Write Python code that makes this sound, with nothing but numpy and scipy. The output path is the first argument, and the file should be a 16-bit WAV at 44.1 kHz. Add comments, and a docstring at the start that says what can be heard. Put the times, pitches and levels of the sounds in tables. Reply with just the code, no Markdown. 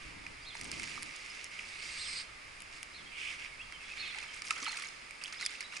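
"""An angler plays a hooked fish: wet line rasps as crackling noise bands, zips as narrow noise that swells
and climbs in pitch, snaps free in short bursts, and the tackle ticks and knocks.
The fish slaps and splashes with noise bursts and throws grainy spray, bubbles and pinging drops.
Swallows chirp in paired sine sweeps and a bridge throws back a faint echo, over a steady river wash.
A sleeve rubs, a breeze buffets, and the ringing camera case colours the noises and the finest drops."""
import sys
import numpy as np
from scipy import signal
from scipy.fft import rfft, irfft
from scipy.io import wavfile
from scipy.ndimage import uniform_filter1d

SR = 44100
rng = np.random.default_rng(int(sys.argv[2]) if len(sys.argv) > 2 else 0)


def wrap_up_sound(samples):
    """Save the sound to the file named by the first command line argument, as 16-bit audio."""
    columns = np.atleast_2d(samples).T
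    # keep every value between -1 and 1, then stretch to whole-number steps
    tamed = np.clip(columns, -1, 1)
    steps = np.round(tamed * 32767).astype(np.int16)
    wavfile.write(sys.argv[1], SR, steps)


N = 255780
TIME = np.arange(N) / SR

# Levels below are set before the stereo lean and the band limit.
# pulls of line over the fingers: start_s, length_s, body_db, treble_db, crackle (0-1)
LINE_PULLS = [(0, 0.093, -52.5, -61.5, 0.04), (.53, 0.2, -51, -53, 0.9), (.715, 0.27, -46, -49.5, 0.53),
              (1.0, 0.46, -49.5, -55, 0.43), (1.505, 0.3, -48.5, -55, 0.42), (1.81, 0.4, -46, -49.5, 0.1),
              (2.71, 0.066, -54, -57.5, 0.4), (3.17, 0.18, -46.5, -52.5, 0.25),
              (3.38, 0.075, -47, -56.5, 0.4), (3.8, 0.18, -51, -58.5, 0.5), (3.955, 0.15, -44.5, -56, 0.35),
              (4.11, 0.27, -51.5, -59, 0.64)]
PULL_ATTACK_S, PULL_RELEASE_S = 0.016, 0.031
# surges of fast line, overlapping within a run: start_s, length_s, full_speed_db, full_speed_hz,
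# guide_db (the guide's ring relative to the buzz)
LINE_SURGES = [(1.65, 0.56, -50.5, 4310, -5.5), (1.967, 0.17, -47.5, 4740, -7),
               (2.125, 0.085, -44.5, 4380, -21), (3.104, 0.208, -42, 2900, -21),
               (3.316, 0.16, -49, 2770, -24)]
# a surge gathers speed for this share of its length; level and pitch climb with it, then it dies quickly
SURGE_UP_SHARE, SURGE_RANGE_DB, SURGE_PITCH_RISE, SURGE_RELEASE_S = 0.65, 10.5, 0.028, 0.015
GUIDE_HZ, GUIDE_HALF_WIDTH_HZ, ZIP_HALF_WIDTH_HZ = 8210, 650, 660
# short sharp ticks; the late ones at 5.2384, 5.6068 and 5.6106 s are splashes of the fish:
# time_s, body_db, treble_db
SHARP_TICKS = [(0.2658, -42, -54), (0.552, -42.5, -66), (0.612, -47, -42), (0.7159, -43, -40),
               (0.7968, -42, -45), (0.832, -44, -45), (0.9555, -53, -53), (1.0245, -42, -45.5),
               (1.163, -59, -47.5), (1.5926, -40.5, -56), (3.7235, -44, -53.5), (5.1086, -47, -52),
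               (5.2384, -49, -39), (5.4516, -53, -41), (5.4623, -36.5, -29.5), (5.6068, -40.5, -42.5),
               (5.6106, -45, -47)]
# dry, bright snaps of the line flicking free: time_s, body_db, treble_db
LINE_SNAPS = [(0.645, -62, -46.5), (1.0304, -50, -41.5), (1.4436, -60, -42.5), (2.6047, -52, -49),
              (2.6205, -51, -47), (2.8299, -43, -40.5)]
# short ringing knocks of the rod and reel, and one (0.977 s) on the camera case: start_s, level_db, pitch_hz,
# t60_s
KNOCKS = [(.265, -23, 2380, 0.01), (0.552, -38.5, 920, 0.026), (0.716, -24, 5050, 0.013),
          (.977, -34.5, 1215, 0.048), (1.301, -36.5, 5100, 0.068), (1.59, -27, 2940, .01),
          (5.452, -17, 5100, 0.013), (5.4627, -19, 5000, 0.012)]
# each knock rings a close, beating pair of modes, this share above and below its pitch
KNOCK_SPLIT = 0.018

# thrashes of the fish, each throwing spray: start_s, length_s, body_db, treble_db
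FISH_THRASHES = [(4.14, 0.11, -47.5, -58.5), (4.33, 0.059, -51.5, -53.5), (4.44, 0.091, -49.5, -49.5),
                 (4.55, 0.26, -46, -49.5), (4.815, 0.052, -50, -53), (5.211, 0.014, -45.5, -59),
                 (5.24, 0.048, -52.5, -53), (5.322, 0.026, -47.5, -51.5), (5.395, 0.057, -47, -49.5),
                 (5.49, 0.064, -50, -53), (5.6, 0.024, -47.5, -50), (5.718, 0.056, -47.5, -52)]
THRASH_ATTACK_S, THRASH_RELEASE_S = 0.0054, 0.014
# thrown drops keep falling back after each thrash
DRIP_RELEASE_S = 0.23
# slaps of the tail and of falling water: time_s, body_db, treble_db
WATER_SLAPS = [(4.1456, -44, -60), (4.186, -42.5, -47.5), (4.4203, -42, -42), (4.4836, -60, -46.5),
               (4.5076, -30.5, -34.5), (4.628, -53, -45), (4.646, -49, -47.5), (4.719, -55, -50),
               (4.771, -52, -44.5), (4.7991, -48, -52), (4.8227, -44.5, -44.5), (4.8866, -68, -49),
               (5.3255, -49, -46), (5.4113, -49, -41.5), (5.4267, -46, -51), (5.7676, -48, -44.5),
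               (5.7715, -51, -46)]
# single bubbles and pinging drops, low and high: start_s, level_db, start_pitch_hz
BUBBLES_AND_DROPS = [(4.155, -45, 780), (4.176, -41, 857), (4.228, -32, 2430), (4.5063, -15.5, 2550),
                     (4.5083, -22.5, 1250), (4.524, -36, 1200), (4.565, -37, 1280), (4.622, -46.5, 275),
                     (4.628, -52, 487), (4.629, -34, 1140), (4.646, -27, 4920), (4.656, -25, 3060),
                     (4.6635, -30, 4900), (4.665, -29, 2800), (4.665, -24.5, 1257), (4.677, -31, 882),
                     (4.695, -32, 2540), (4.728, -29.5, 1950), (4.742, -31, 7050), (4.744, -35, 1590),
                     (4.782, -35, 1380), (4.837, -31, 2090), (4.856, -34, 3920), (4.871, -29.5, 6440),
                     (5.214, -30, 2600), (5.246, -27, 2520), (5.251, -28, 3000), (5.258, -27, 3140),
                     (5.279, -30, 2730), (5.337, -33, 2060), (5.41, -32, 1400), (5.419, -29.5, 1990),
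                     (5.426, -25, 2000), (5.538, -30, 2030), (5.553, -31.5, 2580), (5.595, -32, 2670),
                     (5.627, -29, 4900), (5.636, -34, 2030), (5.766, -24.5, 2390)]
# ring time (t60) at 1 kHz; higher ones die sooner by this power of their pitch
BUBBLE_RING_S, BUBBLE_DAMPING = 0.031, 0.78

# a swallow sings with both sides of its syrinx, one holding a high note, one arching below:
# time_s (from the chirp's start), upper_hz, lower_hz, upper_db, lower_db (added to the chirp's levels)
SWALLOW_SHAPE = [(0, 3907, 3250, -25, -1), (.012, 4200, 3830, -3.5, -0.5), (.028, 4250, 3980, 3, 1),
                 (.043, 4185, 3850, 4, -0.5), (.056, 4200, 3560, -17, 3), (.076, 4000, 3260, -9, 0.5),
                 (.088, 4000, 3130, -37, 4.5)]
# swallow chirps: start_s, lower_db, upper_db, pitch_ratio
SWALLOW_CHIRPS = [(0.45, -54.5, -53, 1), (1.988, -51, -50, 1.0), (2.931, -59.5, -57.5, 1.01),
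                  (3.976, -50.5, -46.5, 1.025), (4.036, -52.5, -55, 1.02), (4.653, -55, -45, 1.01),
                  (5.386, -50.5, -55, 1.06)]
# short notes of farther birds: start_s, length_s, level_db, first_hz, last_hz
FAR_NOTES = [(0.408, 0.057, -57, 4560, 5100), (2.913, 0.032, -60, 4700, 5500),
             (3.045, 0.064, -55.5, 3170, 3310), (3.515, 0.039, -50, 2164, 2195),
             (3.586, 0.041, -45.5, 2400, 2910), (3.606, 0.043, -53.5, 3320, 3250),
             (3.72, 0.061, -52, 3290, 2960), (3.795, 0.042, -56, 2770, 2480),
             (3.822, 0.085, -58.5, 3320, 3440), (3.89, 0.06, -46, 2540, 2590),
             (4.005, 0.061, -45.5, 2570, 2534), (4.272, 0.056, -52.5, 3250, 2980),
             (5.365, 0.023, -49.5, 4800, 5330), (5.629, 0.05, -52, 3770, 4020)]

# rubs of a sleeve by the camera: start_s, length_s, level_db
SLEEVE_RUBS = [(0, 0.32, -58), (0.572, 0.27, -51.5), (0.887, 0.19, -58), (2.974, 0.061, -60)]
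RUB_ATTACK_S, RUB_RELEASE_S = 0.054, 0.066
# strength of the breeze on the microphone: time_s, level_db
BREEZE_LEVEL = [(0, -55.5), (.7, -61.5), (1.35, -72), (2.0, -62.5), (3.3, -67.5), (3.8, -63), (4.2, -66.5),
                (5.8, -84)]

# relative spectrum of line friction: frequency_hz, density_db
FRICTION_SPECTRUM = [(400, -9), (1000, -12.5), (2000, -0.6), (3500, 2.5), (6000, 1.5), (11000, -14)]
# relative spectrum of a sharp tick: frequency_hz, density_db
TICK_SPECTRUM = [(400, -21), (1000, -13.5), (2200, 4), (3500, -5.5), (5200, 5), (7000, -2), (11000, -6)]
# relative spectrum of a line snap: frequency_hz, density_db
SNAP_SPECTRUM = [(1000, -24), (3500, -2), (11000, 2)]
# relative spectrum of spray: frequency_hz, density_db
SPRAY_SPECTRUM = [(250, -14), (700, -8.5), (1300, -4.5), (2200, -1.5), (6000, 5.5), (11000, -8)]
# relative spectrum of a water slap: frequency_hz, density_db
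SLAP_SPECTRUM = [(450, -31), (1300, 1), (6000, 1.5), (11000, -13.5)]
# relative spectrum of the sleeve: frequency_hz, density_db
SLEEVE_SPECTRUM = [(30, -9), (70, -4), (130, -5), (300, -1), (500, -12.5), (1000, -14), (3000, -74)]
# relative spectrum of the breeze: frequency_hz, density_db
WIND_SPECTRUM = [(20, -2.5), (110, -9), (200, -22), (600, -54.5)]
# relative spectrum of the river: frequency_hz, density_db
RIVER_SPECTRUM = [(40, -6), (120, -12), (300, -7.5), (2000, -10.5), (3500, -11), (6000, -17.5),
                  (11000, -28.5)]
FLAT_SPECTRUM = [(0, 0)]

# hollow resonances of the camera case: frequency_hz, half_width_hz, boost_db
CASE_RESONANCES = [(939, 50, 3.5), (1210, 132, 7), (1645, 290, 5.5), (2160, 262, 10), (2596, 390, 7),
                   (4930, 540, 5.5), (5220, 82, 3.5), (6070, 80, 3.5), (6970, 480, 4), (8164, 180, 7),
                   (8740, 590, 6.5), (10460, 630, 8)]
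# left-right likeness of near sources: frequency_hz, likeness (-1 to 1)
NEAR_STEREO = [(130, 0.44), (570, 0.037), (1200, 1), (2200, 0.27), (5400, 1), (11000, 0.37)]
# left-right likeness of the open air: frequency_hz, likeness (-1 to 1)
AIR_STEREO = [(60, 0.97), (130, 0.83), (270, -0.046), (570, -0.26), (1200, -0.086), (2500, 0.47)]
# stereo balance, scaled by each layer's amount: frequency_hz, left_minus_right_db
STEREO_LEAN = [(620, 0.5), (1120, -5), (2000, -4.5), (3600, -3), (6400, -1), (11000, -1.5)]
SPLIT_HZ = 3300  # between body and treble
EDGE_HZ = 11150  # top of the camera's band


def tackle():
    """The line sticks and slips, zips, snaps free and knocks the rod; the camera case is knocked once; the
    sharp ticks end in fish splashes."""
    pull = movements(LINE_PULLS, PULL_ATTACK_S, PULL_RELEASE_S)
    crackle = latest(LINE_PULLS)[-1]
    rod = grains(pull, crackle, FRICTION_SPECTRUM, per_s=490, spread_db=6.0, grain_s=0.00057, wide=0.44)
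    rod += zipping()
    rod += hits(SHARP_TICKS, TICK_SPECTRUM, rise_s=.0005, decay_s=.0011, tail_db=-19, tail_s=.005)
    rod += hits(LINE_SNAPS, SNAP_SPECTRUM, rise_s=.0003, decay_s=.0005, tail_db=-30, tail_s=.003)
    for s, db, hz, t60 in KNOCKS:
        for ratio in (1 - KNOCK_SPLIT, 1 + KNOCK_SPLIT):
            add(rod, s, ring(db, ratio * hz, t60, rise=0) / 2)
    return rod


def zipping(rough_db=1.6, rough_samples=500, order=5):
    """The line's texture buzzes unevenly over a guide: a band climbing with speed, and the guide's high ring."""
    def band(hz, half_width_hz):
        """Shifts the rasp down by hz, low-passes it and shifts it back: a band-pass that can glide."""
        turn = np.exp(2j * np.pi * np.cumsum(hz * np.ones(N)) / SR)
        lowpass = signal.butter(order, half_width_hz, fs=SR, output="sos")
        return evened((turn * signal.sosfilt(lowpass, rasp / turn)).real)

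    rasp, out = colour(noise_pair(NEAR_STEREO), FLAT_SPECTRUM), 0
    guide = band(GUIDE_HZ, GUIDE_HALF_WIDTH_HZ)
    for start, length, top_db, top_hz, guide_db in LINE_SURGES:
        rasp = np.roll(rasp, SR, axis=1)  # another stretch of texture for each surge's buzz
        slowness = 1 - np.clip((TIME - start) / (SURGE_UP_SHARE * length), 0, 1)
        swell = amp(top_db - SURGE_RANGE_DB * slowness)
        gain = swell * envelope(start, length, PULL_ATTACK_S, SURGE_RELEASE_S)
        buzz = band(top_hz * (1 - SURGE_PITCH_RISE * slowness), ZIP_HALF_WIDTH_HZ)
        out = out + gain * (buzz + amp(guide_db) * guide)
    roughness = evened(uniform_filter1d(rng.standard_normal(N), size=rough_samples))
    return out * amp(rough_db * roughness)


def fish(small_db=7.5, size_range_db=17.0, treble_lift_db=4.5, count=420):
    """Slaps, a soft wash of spray, single bubbles and drops, and small bubbles that follow the thrashing."""
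    churn = movements(FISH_THRASHES, THRASH_ATTACK_S, THRASH_RELEASE_S)
    water = grains(churn, .92, SPRAY_SPECTRUM, per_s=220, spread_db=4.5, grain_s=0.0012, wide=0.12)
    water += hits(WATER_SLAPS, SLAP_SPECTRUM, rise_s=0.00099, decay_s=0.0013, tail_db=-22, tail_s=0.008)
    for s, db, hz in BUBBLES_AND_DROPS:
        add(water, s, bubble(db, hz))
    first_s = FISH_THRASHES[0][0]
    for when, pitch, size in rng.random((count, 3)):
        s = first_s + when * (TIME[-1] - first_s)
        db = small_db - size_range_db * size + treble_lift_db * pitch  # relative to the churn
        add(water, s, churn[0, int(s * SR)] * bubble(db, 1350 * 4.2 ** pitch))
    return water


def bubble(db, hz, rise=0.12, lowest_share=.88, order=4):
    """A bubble or pinging drop: shorter when higher, climbing in pitch, jostled by the churning water."""
    khz = hz / 1000
    sound = ring(db, hz, BUBBLE_RING_S * khz ** -BUBBLE_DAMPING, rise)
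    jostle_db = 2.4 * evened(uniform_filter1d(rng.standard_normal(sound.shape[1]), size=80))
    # little sounds below its pitch
    highpass = signal.butter(order, lowest_share * hz, "high", fs=SR, output="sos")
    return signal.sosfilt(highpass, sound * amp(jostle_db))


def drips(level_db, size_range_db=24.0, low_hz=1800, high_hz=7000, ring_s=0.01, count=520):
    """Fine drops strike the surface, each with a brief ping of its own pitch."""
    falling = movements(FISH_THRASHES, THRASH_ATTACK_S, DRIP_RELEASE_S)[1]
    out = np.zeros((2, N))
    first_s = FISH_THRASHES[0][0]
    for when, pitch, size in rng.random((count, 3)):
        s = first_s + when * (TIME[-1] - first_s)
        hz = low_hz * (high_hz / low_hz) ** pitch
        ping = ring(level_db - size_range_db * size, hz, ring_s, rise=0.048)
        add(out, s, falling[int(s * SR)] * ping)
    return colour(out, FLAT_SPECTRUM)


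def birds():
    """Two-voiced chirps and thin, quavering far notes, all swept sines."""
    out = np.zeros((2, N))
    t = np.arange(0, SWALLOW_SHAPE[-1][0], 1 / SR)
    upper_hz, lower_hz, upper_shape_db, lower_shape_db = follow(SWALLOW_SHAPE, t)
    for s, lower_db, upper_db, ratio in SWALLOW_CHIRPS:
        upper = evened(voice(ratio * upper_hz, quaver=.006, flutter_db=1.5))
        lower = evened(voice(ratio * lower_hz, quaver=.03, flutter_db=3))
        add(out, s, amp(upper_db + upper_shape_db) * upper + amp(lower_db + lower_shape_db) * lower)
    for s, length, db, first_hz, last_hz in FAR_NOTES:
        hz = np.linspace(first_hz, last_hz, int(length * SR))
        note = evened(voice(hz, quaver=.008, flutter_db=2.2))
        add(out, s, amp(db) * note * signal.windows.tukey(len(hz), .7))
    return out


def voice(hz, quaver, flutter_db, port_lag=0.32):
    """A bird's whistle, unsteady in pitch and strength."""
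    drift, flutter = evened(uniform_filter1d(rng.standard_normal((2, len(hz))), size=130))
    return amp(flutter_db * flutter) * tone(hz * (1 + quaver * drift), port_lag)


def bridge(x, t60=0.98, delay_s=0.02):
    """A diffuse echo from the concrete overhead: delayed, decaying noise as an impulse response."""
    t = np.arange(SR) / SR
    tail = rng.standard_normal((2, len(t))) * amp(-60 * t / t60) * (t > delay_s)
    return signal.oaconvolve(x, tail / np.linalg.norm(tail[0]), axes=1)[:, :N]


def handling():
    """A sleeve rubs by the camera and light air buffets it: two low noises under moving gains."""
    rub = sum(amp(db) * envelope(s, length, RUB_ATTACK_S, RUB_RELEASE_S) for s, length, db in SLEEVE_RUBS)
    sleeve = evened(colour(noise_pair(AIR_STEREO), SLEEVE_SPECTRUM))
    wind = evened(colour(noise_pair(AIR_STEREO), WIND_SPECTRUM))
    return rub * sleeve + amp(follow(BREEZE_LEVEL)[0]) * wind


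def river(level_db=-50.5):
    """The even wash of the current: steady shaped noise."""
    return amp(level_db) * evened(colour(noise_pair(AIR_STEREO), RIVER_SPECTRUM))


def grains(gains, share, spectrum, per_s, spread_db, grain_s, wide, count=7):
    """A smooth hiss blended with tiny bursts of very unequal size; some in one pitch band, some in all."""
    share, wide = np.clip(share, 0, 1), np.clip(wide, 0, 1)
    pole = np.exp(-2 / (grain_s * SR))

    def bursts():
        """Power over time of random bursts, with a mean of 1."""
        size = amp(spread_db * np.minimum(rng.exponential(1, N), 3.5)) * (rng.random(N) < per_s / SR)
        power = signal.lfilter([1], np.poly([pole, pole]), size ** 2)
        return abs(power) / power.mean()

    shared, x = bursts(), 0
    # overlapping bands, evenly spaced in log frequency
    log_hz = np.log(np.fft.rfftfreq(N, 1 / SR) + 1)
    place = np.interp(log_hz, np.log([800, 9000]), [0, count - 1])
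    noise = rfft(noise_pair(NEAR_STEREO))
    for k in range(count):
        band = irfft(noise * np.maximum(1 - abs(place - k), 0), N)
        burst_power = wide * shared + (1 - wide) * bursts()
        x = x + band * np.sqrt(1 - share + share * burst_power)
    body, treble = bands(colour(x, spectrum))
    return gains[0] * evened(body) + gains[1] * evened(treble)


def hits(rows, spectrum, rise_s, decay_s, tail_db, tail_s, count=2048):
    """Sharp noise bursts with a faint tail; each level is the rms of the burst's energy spread over 8 ms."""
    out, t = np.zeros((2, N)), np.arange(count) / SR
    window = .008 * SR
    decay = np.exp(-t / decay_s) + amp(tail_db) * np.exp(-t / tail_s)
    shape = (1 - np.exp(-(t / rise_s) ** 2)) * decay
    for s, *levels_db in rows:
        burst = shape * noise_pair(NEAR_STEREO, count)
        for db, band in zip(levels_db, bands(colour(burst, spectrum))):
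            add(out, s - rise_s, amp(db) * evened(band) * np.sqrt(window / count))
    return out


def ring(db, hz, t60, rise):
    """A damped tone whose pitch climbs by the share rise as it dies."""
    t = np.arange(0, t60, 1 / SR)
    onset = 1 - np.exp(-(t / 0.00067) ** 2)
    return amp(db - 60 * t / t60) * onset * tone(hz * (1 + rise * t / t60), port_lag=0.4)


def tone(hz, port_lag):
    """A sine on a pitch curve, reaching the left port port_lag radians late."""
    return np.sin(2 * np.pi * np.cumsum(hz) / SR - np.array([[port_lag], [0]]))


def envelope(start, length, attack_s, release_s):
    """Attack, hold and release of one movement."""
    attack = np.clip((TIME - start) / attack_s, 0, 1)
    return attack * np.exp(-np.maximum(TIME - start - length, 0) / release_s)


def movements(rows, attack_s, release_s):
    """Body and treble gains over time of a series of movements, summed in power."""
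    power = 0
    for s, length, body_db, treble_db, *_ in rows:
        gain = amp([[body_db], [treble_db]]) * envelope(s, length, attack_s, release_s)
        power = power + gain ** 2
    return np.sqrt(power)


def latest(rows):
    """At every moment, the columns of the event that began last."""
    table = np.array(rows)
    return table[np.maximum(np.searchsorted(table[:, 0], TIME, "right") - 1, 0)].T


def colour(x, spectrum, size=4096):
    """Minimum-phase filter: a source's spectrum, ringing in the camera case."""
    hz = np.fft.rfftfreq(size, 1 / SR)
    db = read(spectrum, hz)
    for f, half_width, boost in CASE_RESONANCES:
        db = db + boost * np.exp(-((hz - f) / half_width) ** 2)
    # folding the cepstrum makes the filter causal
    cepstrum = irfft(np.log(amp(db)))[:size // 2]
    cepstrum[1:] *= 2
    response = irfft(np.exp(rfft(cepstrum, size)))
    return signal.oaconvolve(x, response[None], axes=1)[:, :x.shape[1]]


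def noise_pair(likeness, count=N):
    """White noise at two ports, alike by the given amount at each frequency."""
    a, b = rfft(rng.standard_normal((2, count)))
    same = np.clip(read(likeness, np.fft.rfftfreq(count, 1 / SR)), -1, 1)
    return irfft([same * a + np.sqrt(1 - same ** 2) * b, a], count)


def bands(x, order=5):
    """The body and the treble of a sound, either side of the split."""
    return [signal.sosfilt(signal.butter(order, SPLIT_HZ, side, fs=SR, output="sos"), x)
            for side in ("low", "high")]


def lean(x, amount):
    """Tips the stereo balance by frequency, mostly to the right, keeping the power of the two gains."""
    lean_db = amount * read(STEREO_LEAN, np.fft.rfftfreq(N, 1 / SR))
    sides = amp([lean_db / 2, -lean_db / 2])
    return irfft(rfft(x) * sides / np.sqrt(np.mean(sides ** 2, axis=0)), N)


def amp(db):
    """Decibels to gain."""
    return 10 ** (np.asarray(db) / 20)


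def evened(x):
    """Scales to rms 1."""
    return x / np.sqrt(np.mean(x ** 2) + 1e-20)


def read(points, hz):
    """A curve's value at hz, on a log-frequency axis."""
    f, value = np.transpose(points)
    return np.interp(np.log(hz + 1), np.log(f + 1), value)


def follow(rows, t=TIME):
    """The columns of a curve at the times t."""
    s, *columns = np.transpose(rows)
    return [np.interp(t, s, c) for c in columns]


def add(mix, s, sound):
    """Adds a stereo sound to the mix at time s."""
    part = mix[:, round(s * SR):][:, :sound.shape[1]]
    part += sound[:, :part.shape[1]]


def scene():
    """Rod, fish and birds lean right; river and handling lean less, and the bridge echoes fish and birds."""
    water = fish() + drips(level_db=7.5)  # drip level relative to the falling water
    song = birds()
    echo = bridge(amp(-10.0) * water + amp(-5.5) * song)
    near = tackle() + water + song + echo
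    return lean(near, amount=1.25) + lean(river() + handling(), amount=0.68)


def record(dry):
    """The camera's band limit: a steep low-pass."""
    lowpass = signal.firwin(511, EDGE_HZ, window=("kaiser", 8), fs=SR)
    return signal.oaconvolve(dry, lowpass[None], "same")


dry = scene()
out = record(dry)
wrap_up_sound(out)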